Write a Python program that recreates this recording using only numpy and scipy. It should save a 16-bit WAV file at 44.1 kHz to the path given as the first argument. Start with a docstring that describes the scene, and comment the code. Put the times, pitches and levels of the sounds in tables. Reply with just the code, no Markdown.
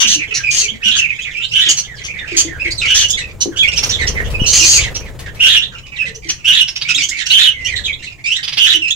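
"""Budgerigars in an aviary

A colony chatters in a small plastered aviary hung with clay nest pots; the walls echo briefly.
The syrinx whistles warbled notes and, driven hard, harsh squawks; its snaps ring beak and windpipe
as buzzing rasps. Calls overlap, some very near, with a few low hoots among them.
Birds fly past on whirring wings and their draught buffets the microphone, over a low outdoor rumble."""
import sys
import numpy as np
from scipy import signal
from scipy.fft import rfft, irfft
from scipy.io import wavfile
from scipy.ndimage import uniform_filter1d, minimum_filter1d

SR = 44100
rng = np.random.default_rng(int(sys.argv[2]) if len(sys.argv) > 2 else 0)


def persist_wave(psi):
    """Save psi, clipped to +-1, as 16-bit WAV."""
    counts = np.round(np.clip(psi, -1, 1) * 32767).astype(np.int16)
    wavfile.write(sys.argv[1], SR, np.atleast_2d(counts).T)


N = 394694

# Event levels are relative; pan is left minus right.
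# near contact calls: t/s, length/s, f/Hz, level/dB, pan/dB
SQUAWKS = [(0, 0.15, 2884, -17, -13), (.825, .18, 2856, -14, -6.5), (1.53, 0.18, 2992, -12.5, -4.5),
           (2.85, 0.21, 2907, -14.5, -3.5), (5.395, 0.19, 2877, -8, -5), (6.444, .187, 2937, -10, -5.5),
           (7.298, .2, 2994, -6, -7.5), (8.578, 0.19, 2982, -9.5, -7.5)]
# scoop, held note, two harsh arches, clear end:
# start/call length, length/call length, pitch ratio, slide/(oct/s), roughness 0-1, level/dB
SQUAWK_PARTS = [(0, .14, .95, 11, .3, -5), (.13, .3, 1, -.5, .38, 1), (.42, .22, 1.11, 4, .63, -3),
                (.63, .22, 1.11, -3, .63, -3), (.85, .13, .99, -1, .25, 0)]
# clean whistles: t/s, length/s, f/Hz, level/dB
PEEPS = [(.435, 0.064, 2447, -16.5), (1.185, 0.013, 2500, -21), (2.185, .015, 3620, -26),
         (2.595, 0.032, 2520, -20), (3.215, 0.031, 2590, -28.5), (3.585, 0.039, 3330, -12.5),
         (4.34, 0.019, 2547, -18.5), (4.395, .039, 2876, -20), (5.748, 0.011, 2730, -27.5),
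         (5.83, 0.038, 2950, -42.5), (5.985, 0.049, 2568, -18.5), (7.53, 0.17, 2034, -31.5),
         (8.068, 0.012, 2686, -24), (8.815, 0.046, 2630, -18)]
# falling notes: t/s, length/s, f/Hz, level/dB, overtones/dB
SLURS = [(.185, 0.061, 2345, -23.5, -48), (.305, 0.057, 2443, -23.5, -39), (.365, .052, 1733, -30.5, -20),
         (.61, 0.067, 2500, -24.5, -19), (1.01, 0.053, 2550, -16.5, -47), (1.085, 0.049, 2354, -21, -48),
         (1.24, 0.055, 2260, -26.5, -47), (1.87, 0.082, 1940, -36.5, -23), (2.135, .12, 1964, -31.5, -35),
         (2.27, 0.1, 2366, -29, -15), (2.47, 0.11, 1774, -34.5, -22), (2.64, 0.049, 2152, -21, -20),
         (2.775, 0.03, 3970, -21.5, -15), (2.81, 0.064, 2344, -19, -13.5), (3.17, 0.037, 1983, -22.5, -7.5),
         (3.625, 0.039, 2315, -13, -26), (3.76, 0.028, 2880, -19, -6), (3.915, 0.047, 3570, -19, -16),
         (3.985, 0.054, 2024, -20, -13.5), (4.15, .063, 1970, -22.5, -33), (4.59, 0.048, 2720, -8, -1.5),
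         (4.73, 0.069, 2520, -18.5, -50), (4.835, 0.052, 2014, -27.5, -14), (5.255, .037, 1740, -33, -15),
         (5.915, .063, 2270, -32.5, -21), (5.96, 0.018, 3530, -30, -26), (6.055, 0.036, 1997, -28, -10.5),
         (6.22, 0.083, 2080, -37, -10.5), (6.882, 0.035, 2703, -14.5, -10), (6.975, 0.046, 2355, -17.5, -4),
         (7.165, 0.067, 2000, -23.5, -7), (7.67, 0.076, 2155, -24.5, -17.5), (7.76, 0.038, 1905, -29, -8),
         (7.838, .036, 3414, -20, -15.5), (7.875, 0.042, 2325, -22, -36), (8.365, 0.033, 1944, -28.5, -12)]
# rising notes: t/s, length/s, f/Hz, level/dB, overtones/dB
TWITTERS = [(.68, 0.029, 2990, -20.5, -22), (1.205, 0.037, 3195, -28.5, -16),
            (1.512, 0.0317, 2746, -22.5, -14), (1.344, 0.05, 2506, -23.5, -25),
            (1.395, 0.06, 2744, -22.5, -32), (1.42, .04, 3620, -26.5, -19.5), (2.075, .043, 2295, -28, -35),
            (2.705, 0.023, 4240, -21, -14), (2.945, 0.053, 2890, -16, 17), (3.08, 0.035, 3135, -17, 1.5),
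            (3.125, .026, 3270, -17.5, -36), (3.56, 0.034, 3040, -21.5, -15.5),
            (3.67, 0.021, 2560, -14, -20), (3.715, 0.029, 2430, -22, -8.5), (4.44, 0.025, 2670, -18.5, -19),
            (5.61, 0.0393, 3325, -20.5, -28), (6.845, 0.036, 2280, -25.5, -20),
            (6.94, 0.028, 3410, -15.5, -11.5), (7.015, 0.04, 2974, -18, -6.5), (7.085, 0.016, 3220, -19, 3),
            (7.11, 0.076, 2170, -26, -21), (7.255, .047, 2766, -22, -3.5), (7.298, 0.028, 3810, -14.5, -25),
            (7.645, .035, 2890, -19, -11.5), (7.755, .029, 3627, -22, -20),
            (7.925, 0.013, 3530, -20.5, -30), (8.022, 0.03, 1980, -31.5, -1.5),
            (8.24, 0.057, 2450, -20, -11.5), (8.295, .05, 2760, -16.5, -16),
            (8.35, 0.023, 3530, -19.5, -16), (8.87, 0.023, 2580, -18.5, -16.5),
            (8.905, 0.012, 3230, -8, -15.5)]
# windpipe and open beak response: f/Hz, gain/dB
THROAT = [(800, -31), (3000, 14.5), (4500, 4.5), (6600, 6.5), (8000, -0.5), (10000, -18), (15000, -19)]
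# held rasps: t/s, length/s, f/Hz, level/dB, windpipe ring/dB, pan/dB
SCREECHES = [(0, 0.0053, 6060, 14, -2.5, 7), (.07, 0.087, 6000, -10.5, -19, -1.5),
             (.34, 0.045, 5760, -13, -18, -4), (.505, 0.11, 6330, -13, -9, 1.5),
             (.57, .082, 6200, -13, -37, 1.5), (.955, 0.044, 6380, -16.5, -35, 6),
             (1.685, 0.035, 6440, -4.5, -11.5, -1.5), (1.765, 0.04, 5980, -13.5, -12, -5),
             (2.035, 0.045, 5940, -26, -2, 2.5), (2.365, 0.046, 6420, -3.5, -12.5, -3.5),
             (2.94, 0.097, 6030, -11.5, -13, 1.5), (3.405, 0.031, 5940, -9.5, -45, -5),
             (4.46, 0.058, 6150, -8.5, -32, -7.5), (4.525, 0.16, 6190, -6, -11, -1.5),
             (4.655, .12, 6380, -0.5, -14.5, -1.5), (4.795, 0.05, 6500, -23.5, 5.5, -5),
             (6.287, 0.025, 5835, -11, -7.5, -1)]
# short rasps: t/s, end f/Hz, level/dB
CHIPS = [(3.77, 5700, -9.5), (3.828, 5820, -12), (3.89, 6030, -10.5), (4.068, 5970, -12),
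         (4.945, 5820, -16.5), (6.145, 6160, -28), (6.675, 5470, -18.5), (6.755, 5520, -19),
         (6.81, 4940, -20), (6.89, 5450, -18.5), (8.428, 5050, -19.5), (8.473, 4990, -21.5),
         (8.52, 4970, -21.5), (8.568, 4900, -16.5)]
# low calls: t/s, length/s, f/Hz, level/dB
HOOTS = [(.05, 0.047, 227, -29.5), (.16, 0.048, 299, -29.5), (.29, 0.055, 428, -36.5),
         (.63, .06, 428, -38.5), (.72, 0.047, 220, -34.5), (.86, 0.054, 216, -32.5),
         (1.67, 0.033, 334, -31.5), (2.322, 0.079, 335, -25.5), (2.452, 0.046, 328, -25.5),
         (2.656, 0.039, 338, -28.5), (3.461, 0.0272, 340, -17), (4.615, 0.033, 321, -23.5),
         (6.05, 0.14, 470, -40), (6.255, 0.041, 328, -32.5), (6.96, 0.053, 277, -39),
         (8.75, 0.043, 326, -28)]
# single wing flicks: t/s, level/dB
FLICKS = [(3.83, -20), (3.862, -20), (4.305, -25), (5.193, -24.5), (5.35, -32)]
# fly-bys: nearest t/s, half duration/s, draught/dB, rustle/dB
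FLIGHTS = [(0.103, 1, -47, -36), (2.878, 0.67, -35, -29.5), (3.875, 0.3, -54, -27),
           (4.24, 0.27, -23, -19.5), (4.76, 0.24, -29.5, -20.5), (5.246, 0.35, -33, -29.5),
           (6.302, 0.4, -43, -67), (7.797, 0.17, -33.5, -33), (8.537, .09, -59, -54)]
# draught on the microphone: f/Hz, density/dB
BUFFET_SPECTRUM = [(15, -9), (35, 2.5), (65, 6), (124, -2), (200, -20.5), (350, -17), (800, -39.5),
                   (2000, -69)]
# feather rustle: f/Hz, density/dB
RUSTLE_SPECTRUM = [(120, 18), (300, 1.5), (480, 10), (750, -1.5), (1200, -4.5), (2500, -11), (6000, -20),
                   (15000, -25)]
# outdoor background: f/Hz, density/dB
OUTDOOR_SPECTRUM = [(60, 1.5), (130, 14), (220, -2), (350, -5.5), (490, -12), (650, -12.5), (1100, -13),
                    (2600, -49), (7000, -16), (10000, -34), (15000, -29)]
# aviary decay: f/Hz, T60/s
ROOM_T60 = [(300, 0.19), (1500, 0.24), (3000, 0.18), (7000, 0.17), (15000, 0.17)]

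LEAD_S = .004  # head start for soft onsets


def squawk(length_s, hz, db, pan_db, overtone_db=-22):
    """Contact call: five notes run into one another."""
    call = np.zeros((2, SR))
    for start, share, ratio, slide_oct_per_s, rough, part_db in SQUAWK_PARTS:
        part_s = share * length_s
        part = note(part_s, hz * ratio, slide_oct_per_s * part_s, rough, db + part_db, overtone_db, pan_db)
        add(call, start * length_s, part)
    return call


def peep(length_s, hz, db, slide_oct_per_s=-1.18, rough=.098, overtone_db=-29):
    """Easy, almost pure whistle, sinking slightly."""
    return note(length_s, hz, slide_oct_per_s * length_s, rough, db, overtone_db, perch_db())


def slur(length_s, hz, db, overtone_db, usual_s=.0556):
    """Husky note that sinks as the breath runs out; longer ones sink further."""
    fall_oct = .34 * (length_s / usual_s) ** .56
    rough = .36 + .15 * rng.uniform(-1, 1)
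    return note(length_s, hz, -fall_oct, rough, db, overtone_db, perch_db())


def twitter(length_s, hz, db, overtone_db, rise_oct=.275):
    """Quick bright note flicked upward."""
    rough = .33 + .15 * rng.uniform(-.81, 1)
    return note(length_s, hz, rise_oct, rough, db, overtone_db, perch_db(), third_db=-5.5)


def note(length_s, hz, slide_oct, rough, db, overtone_db, pan_db, third_db=-5):
    """One syllable: the syrinx slides through hz on a slight arch."""
    progress, envelope = swell(length_s + LEAD_S, rise_s=.014, fall_s=.016)
    half_slide = 2 ** (slide_oct / 2)
    curve = np.polyfit([0, .5, 1], [hz / half_slide, hz * 1.01477, hz * half_slide], 2)
    tone = syrinx(np.polyval(curve, progress), rough, overtone_db, third_db)
    return aviary(amp(db + 5) * tone * envelope, pan_db, wet_db=-1, walls_db=-1.5)


def syrinx(glide_hz, rough, overtone_db, third_db, warble_hz=85, buzz_hz=330):
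    """Membranes whistle; driven hard (rough 0-1) they warble, buzz and drop undertones."""
    size = len(glide_hz)
    warble = 2 * abs(np.sin(np.pi * flutter(size, warble_hz, uneven=.3))) - 1.3
    buzz_rad = 2 * np.pi * flutter(size, buzz_hz, uneven=.2473)
    quaver = .021 * wobble(size, 150)
    quaver += rough * (.13 * warble + .055 * wobble(size, 260) + .12 * np.sin(buzz_rad + .7))
    phase = 2 * np.pi * np.cumsum(glide_hz * (1 + quaver)) / SR

    overtones = np.sin(2 * phase) + amp(third_db) * np.sin(3 * phase) + amp(-1) * np.sin(4 * phase)
    overtones += rough * (np.sin(2.5 * phase) + np.sin(1.5 * phase)) * wobble(size, 150)
    tone = np.sin(phase) + amp(overtone_db) * throat(overtones) * np.exp(.38 * wobble(size, 76))

    undertones = np.sin(.53 * phase) * (1 + .6 * wobble(size, 40))
    undertones += .9 * np.sin(.75 * phase) * wobble(size, 60)
    small_body = signal.butter(8, 1480, "high", fs=SR, output="sos")  # radiates no bass
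    tone += rough ** 2 * amp(-6) * signal.sosfilt(small_body, undertones)

    breath = throat(wobble(size, 9000)) * (1 + np.cos(buzz_rad))  # a puff each cycle
    tone += rough * amp(-19) * breath
    tremor = .65 * np.cos(buzz_rad) + .5 * warble + .3 * wobble(size, 120)
    return unit(tone * np.exp(rough * tremor + .22 * wobble(size, 80)))


def flutter(size, hz, uneven):
    """Running cycle count of unsteady syrinx membranes."""
    return rng.random() + np.cumsum(hz * (1 + uneven * wobble(size, 110))) / SR


def throat(x, fft_size=16384):
    """Windpipe and open beak colour x; rms 1."""
    gain = amp(lookup(THROAT, np.fft.rfftfreq(fft_size, 1 / SR)))
    return unit(irfft(rfft(x, fft_size) * gain)[:len(x)])


def screech(length_s, hz, db, windpipe_db, pan_db):
    """Rasp held on one pitch."""
    return rasp(length_s, hz, hz, db, windpipe_db, pan_db, pulse_hz=430, whistle_db=-2)


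def chip(hz, db, length_s=.02447, rise_oct=.2296):
    """Brief voiced rasp, rising as the beak opens; lower chips ring the windpipe more."""
    windpipe_db = -4 - 41 * np.log2(hz / 5460)
    return rasp(length_s, hz / 2 ** rise_oct, hz, db, windpipe_db, pan_db=-6, pulse_hz=700, whistle_db=1)


def rasp(length_s, start_hz, end_hz, db, windpipe_db, pan_db, pulse_hz, whistle_db, windpipe_hz=3000):
    """High torn whistle; uneven snaps ring the beak and the windpipe below."""
    progress, envelope = swell(length_s + LEAD_S, rise_s=.015, fall_s=.022)
    size = len(progress)
    cycles = flutter(size, pulse_hz, uneven=.35)
    gate = .25 + np.exp(-(cycles % 1) / .25)
    snaps = gate * wobble(size, 24000)

    hz = start_hz + (end_hz - start_hz) * np.sin(np.pi / 2 * progress)
    quaver = .0333 * wobble(size, 310) + .014 * np.sin(2 * np.pi * cycles)
    phase = 2 * np.pi * np.cumsum(hz * (1 + quaver)) / SR
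    whistle = unit(uniform_filter1d(gate, size=15) * (np.sin(phase) + .26 * np.sin(phase / 2)))
    whistle *= amp(whistle_db) * (1 + np.exp(1 - length_s / .028))  # brief calls are more tonal

    beak = unit(ring(snaps, hz * 1.045, 1570) + amp(-3) * ring(snaps, hz * .71, 1120) + whistle)
    windpipe = amp(windpipe_db + 1) * ring(snaps, windpipe_hz, 1900)
    sizzle = amp(-20.5) * ring(snaps, 7850, 3700)
    flicker = unit(np.exp(.2 * wobble(size, 90)))
    voice = (beak + windpipe + sizzle) * flicker * envelope
    return aviary(amp(db) * voice, pan_db, wet_db=-3.5, walls_db=-7)


def hoot(length_s, hz, db):
    """Hollow note that sags onto its pitch."""
    progress, envelope = swell(length_s, rise_s=.001, fall_s=.016)
    bend = .2 * np.exp(-progress / .066) + .063 * wobble(len(progress), 210)
    phase = 2 * np.pi * np.cumsum(hz * (1 + bend)) / SR
    return aviary(amp(db) * unit(np.sin(phase)) * envelope, pan_db=2.5, wet_db=-1.5)


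def wing_flick(db, rise_s=.0012, decay_s=.017):
    """Feathers snap: a broad burst that dies at once."""
    t = np.arange(SR // 20) / SR
    burst = unit(resonate(wobble(len(t), 14000), hz=1200, width_hz=7900))
    envelope = np.exp(-t / decay_s) * (1 - np.exp(-t / rise_s))
    return aviary(amp(db) * burst * envelope, pan_db=1, wet_db=0)


def fly_bys(wingbeat_hz=19, beat_depth_db=3, draught_floor_db=-48):
    """Wingbeats pulse the feather rustle; draughts rumble in the two microphone ports."""
    t = np.arange(N) / SR
    nearest_s, half_s, draught_db, rustle_db = np.transpose(FLIGHTS)
    nearness = np.exp(-((t[:, None] - nearest_s) / half_s) ** 2)
    draught = np.sqrt(nearness @ amp(draught_db) ** 2 + amp(draught_floor_db) ** 2)
    buffet = draught * stereo_noise(BUFFET_SPECTRUM, correlation=.8) * amp([[2.5], [-3]])
    beats = np.sin(2 * np.pi * wingbeat_hz * t + 2 * np.sin(2 * np.pi * 2 * t))
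    rustle_gain = np.sqrt(nearness @ amp(rustle_db) ** 2) * amp(beat_depth_db * (beats - 2))
    return buffet + rustle_gain * stereo_noise(RUSTLE_SPECTRUM, correlation=.65)


def wing_puff(at_s=4.4195, width_s=.0013, db=-4):
    """One pressure swing from a wing stroke right at the microphone."""
    offset = (np.arange(N) / SR - at_s) / width_s
    pressure = 2 * offset / (1 + offset ** 2) ** 1.2
    return amp(db) * pressure * amp([[2], [-3]])


def far_chatter(calls_per_s=11, length_s=.042, centre_hz=2518, db=-40, rough=.534):
    """Distant birds slur and twitter at random moments."""
    mix = np.zeros((2, N))
    count = int(calls_per_s * N / SR)
    for k, (late, pitch, slide, loud) in enumerate(rng.standard_normal((count, 4))):
        hz = centre_hz * 2 ** (.38 * pitch)
        call = note(length_s, hz, .34 * slide, rough, db + 3 * loud, overtone_db=-14, pan_db=perch_db())
        add(mix, (k + late / 2) / calls_per_s, call)
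    return mix


def outdoors(db=-42, patch_depth_db=4):
    """Low background that swells and fades in patches of time and frequency."""
    spectra = signal.stft(stereo_noise(OUTDOOR_SPECTRUM, correlation=.7), SR, nperseg=2048)[2]
    patches = uniform_filter1d(rng.standard_normal(spectra.shape[1:]), size=4, axis=0)
    patches = unit(uniform_filter1d(patches, size=5, axis=1))
    return amp(db) * unit(signal.istft(spectra * amp(patch_depth_db * patches), SR)[1][:, :N])


def aviary(sound, pan_db, wet_db, walls_db=-4, echoes=7):
    """Perch to both ears: direct sound, a few hard wall echoes, a short dense tail."""
    t = np.arange(SR // 4) / SR
    scatter = rng.standard_normal((2, len(t))) * (1 - np.exp(-t / .0019))
    hz, frame_s, spectra = signal.stft(scatter, SR, nperseg=256)
    tail = signal.istft(spectra * amp(-60 * frame_s / lookup(ROOM_T60, hz)[:, None]), SR)[1]
    paths = amp(wet_db) * tail / np.linalg.norm(tail[0])
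    for ear in paths:
        echo_samples = (rng.uniform(.001, .014, echoes) * SR).astype(int)
        ear[echo_samples] += amp(walls_db) * rng.standard_normal(echoes) / np.sqrt(echoes)
    lag_samples = int(np.clip(-pan_db + 5 * rng.standard_normal(), -20, 20))
    paths[[0, 1], [20 + lag_samples, 20]] += 1  # direct sound
    heard = signal.fftconvolve(sound[None], paths, axes=1)
    balance = unit(amp([[pan_db / 2], [-pan_db / 2]]))
    return balance * heard * np.linalg.norm(sound) / np.linalg.norm(heard, axis=1, keepdims=True)


def perch_db():
    """Random pan of a singer; they perch to the right."""
    return -6.5 + 1.5 * rng.standard_normal()


def swell(length_s, rise_s, fall_s):
    """Progress 0-1 through a call, and its envelope."""
    t = np.arange(int((length_s + fall_s / 2) * SR)) / SR
    edges = np.clip(t / rise_s, 0, 1) * np.clip((t[-1] - t) / fall_s, 0, 1)
    return np.minimum(t / length_s, 1), np.sin(np.pi / 2 * edges) ** 2


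def ring(x, hz, width_hz):
    """Three resonances in series; rms 1."""
    for width_ratio in (1, .93, 2):
        x = resonate(x, hz, width_ratio * width_hz)
    return unit(x)


def resonate(x, hz, width_hz):
    """Resonance that follows hz, a number or a curve."""
    carrier = np.exp(2j * np.pi * np.cumsum(hz * np.ones(len(x))) / SR)
    pole = np.exp(-np.pi * width_hz / SR)
    return 2 * (carrier * signal.lfilter([1 - pole], [1, -pole], x / carrier)).real


def wobble(size, cutoff_hz):
    """Low-passed noise, rms about 1."""
    padded = 4096 * (size // 4096 + 1)
    hz = np.fft.rfftfreq(padded, 1 / SR)
    return unit(irfft(rfft(rng.standard_normal(padded)) / (1 + (hz / cutoff_hz) ** 4)))[:size]


def stereo_noise(spectrum, correlation):
    """Noise of a given spectrum and left-right correlation; rms 1."""
    gain = amp(lookup(spectrum, np.fft.rfftfreq(N, 1 / SR)))
    left, other = irfft(rfft(rng.standard_normal((2, N))) * gain, N)
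    return unit(np.array([left, correlation * left + np.sqrt(1 - correlation ** 2) * other]))


def lookup(points, hz):
    """Interpolates (f/Hz, value) points on a log-frequency axis."""
    point_hz, value = np.transpose(points)
    return np.interp(np.log(hz + 1), np.log(point_hz), value)


def amp(db):
    """Decibels to gain."""
    return 10 ** (np.asarray(db) / 20)


def unit(x):
    """Scales to rms 1."""
    return x / np.sqrt(np.mean(x ** 2) + 1e-20)


def add(mix, at_s, sound):
    """Mixes in a stereo sound."""
    part = mix[:, max(round(at_s * SR), 0):][:, :sound.shape[1]]
    part += sound[:, :part.shape[1]]


def scene():
    """Calls and wing flicks over moving air, background and far birds."""
    mix = fly_bys() + wing_puff() + outdoors() + far_chatter()
    for table, source in ((SQUAWKS, squawk), (PEEPS, peep), (SLURS, slur), (TWITTERS, twitter),
                          (SCREECHES, screech), (CHIPS, chip), (HOOTS, hoot), (FLICKS, wing_flick)):
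        for at_s, *row in table:
            add(mix, at_s - LEAD_S, source(*row))
    return mix


def record(dry, ceiling=1.336, window_samples=89, cutoff_hz=15900):
    """A fast limiter holds the nearest calls; remaining peaks clip and crackle; then a low-pass."""
    needed_gain = np.minimum(1, ceiling / (abs(dry).max(0) + 1e-9))
    gain = uniform_filter1d(minimum_filter1d(needed_gain, window_samples), window_samples)
    clipped = np.clip(dry * gain, -.95, .95)
    lowpass = signal.firwin(511, cutoff_hz, window=("kaiser", 9), fs=SR)
    return signal.oaconvolve(clipped, lowpass[None], "same")


dry = scene()
out = record(dry)
persist_wave(out)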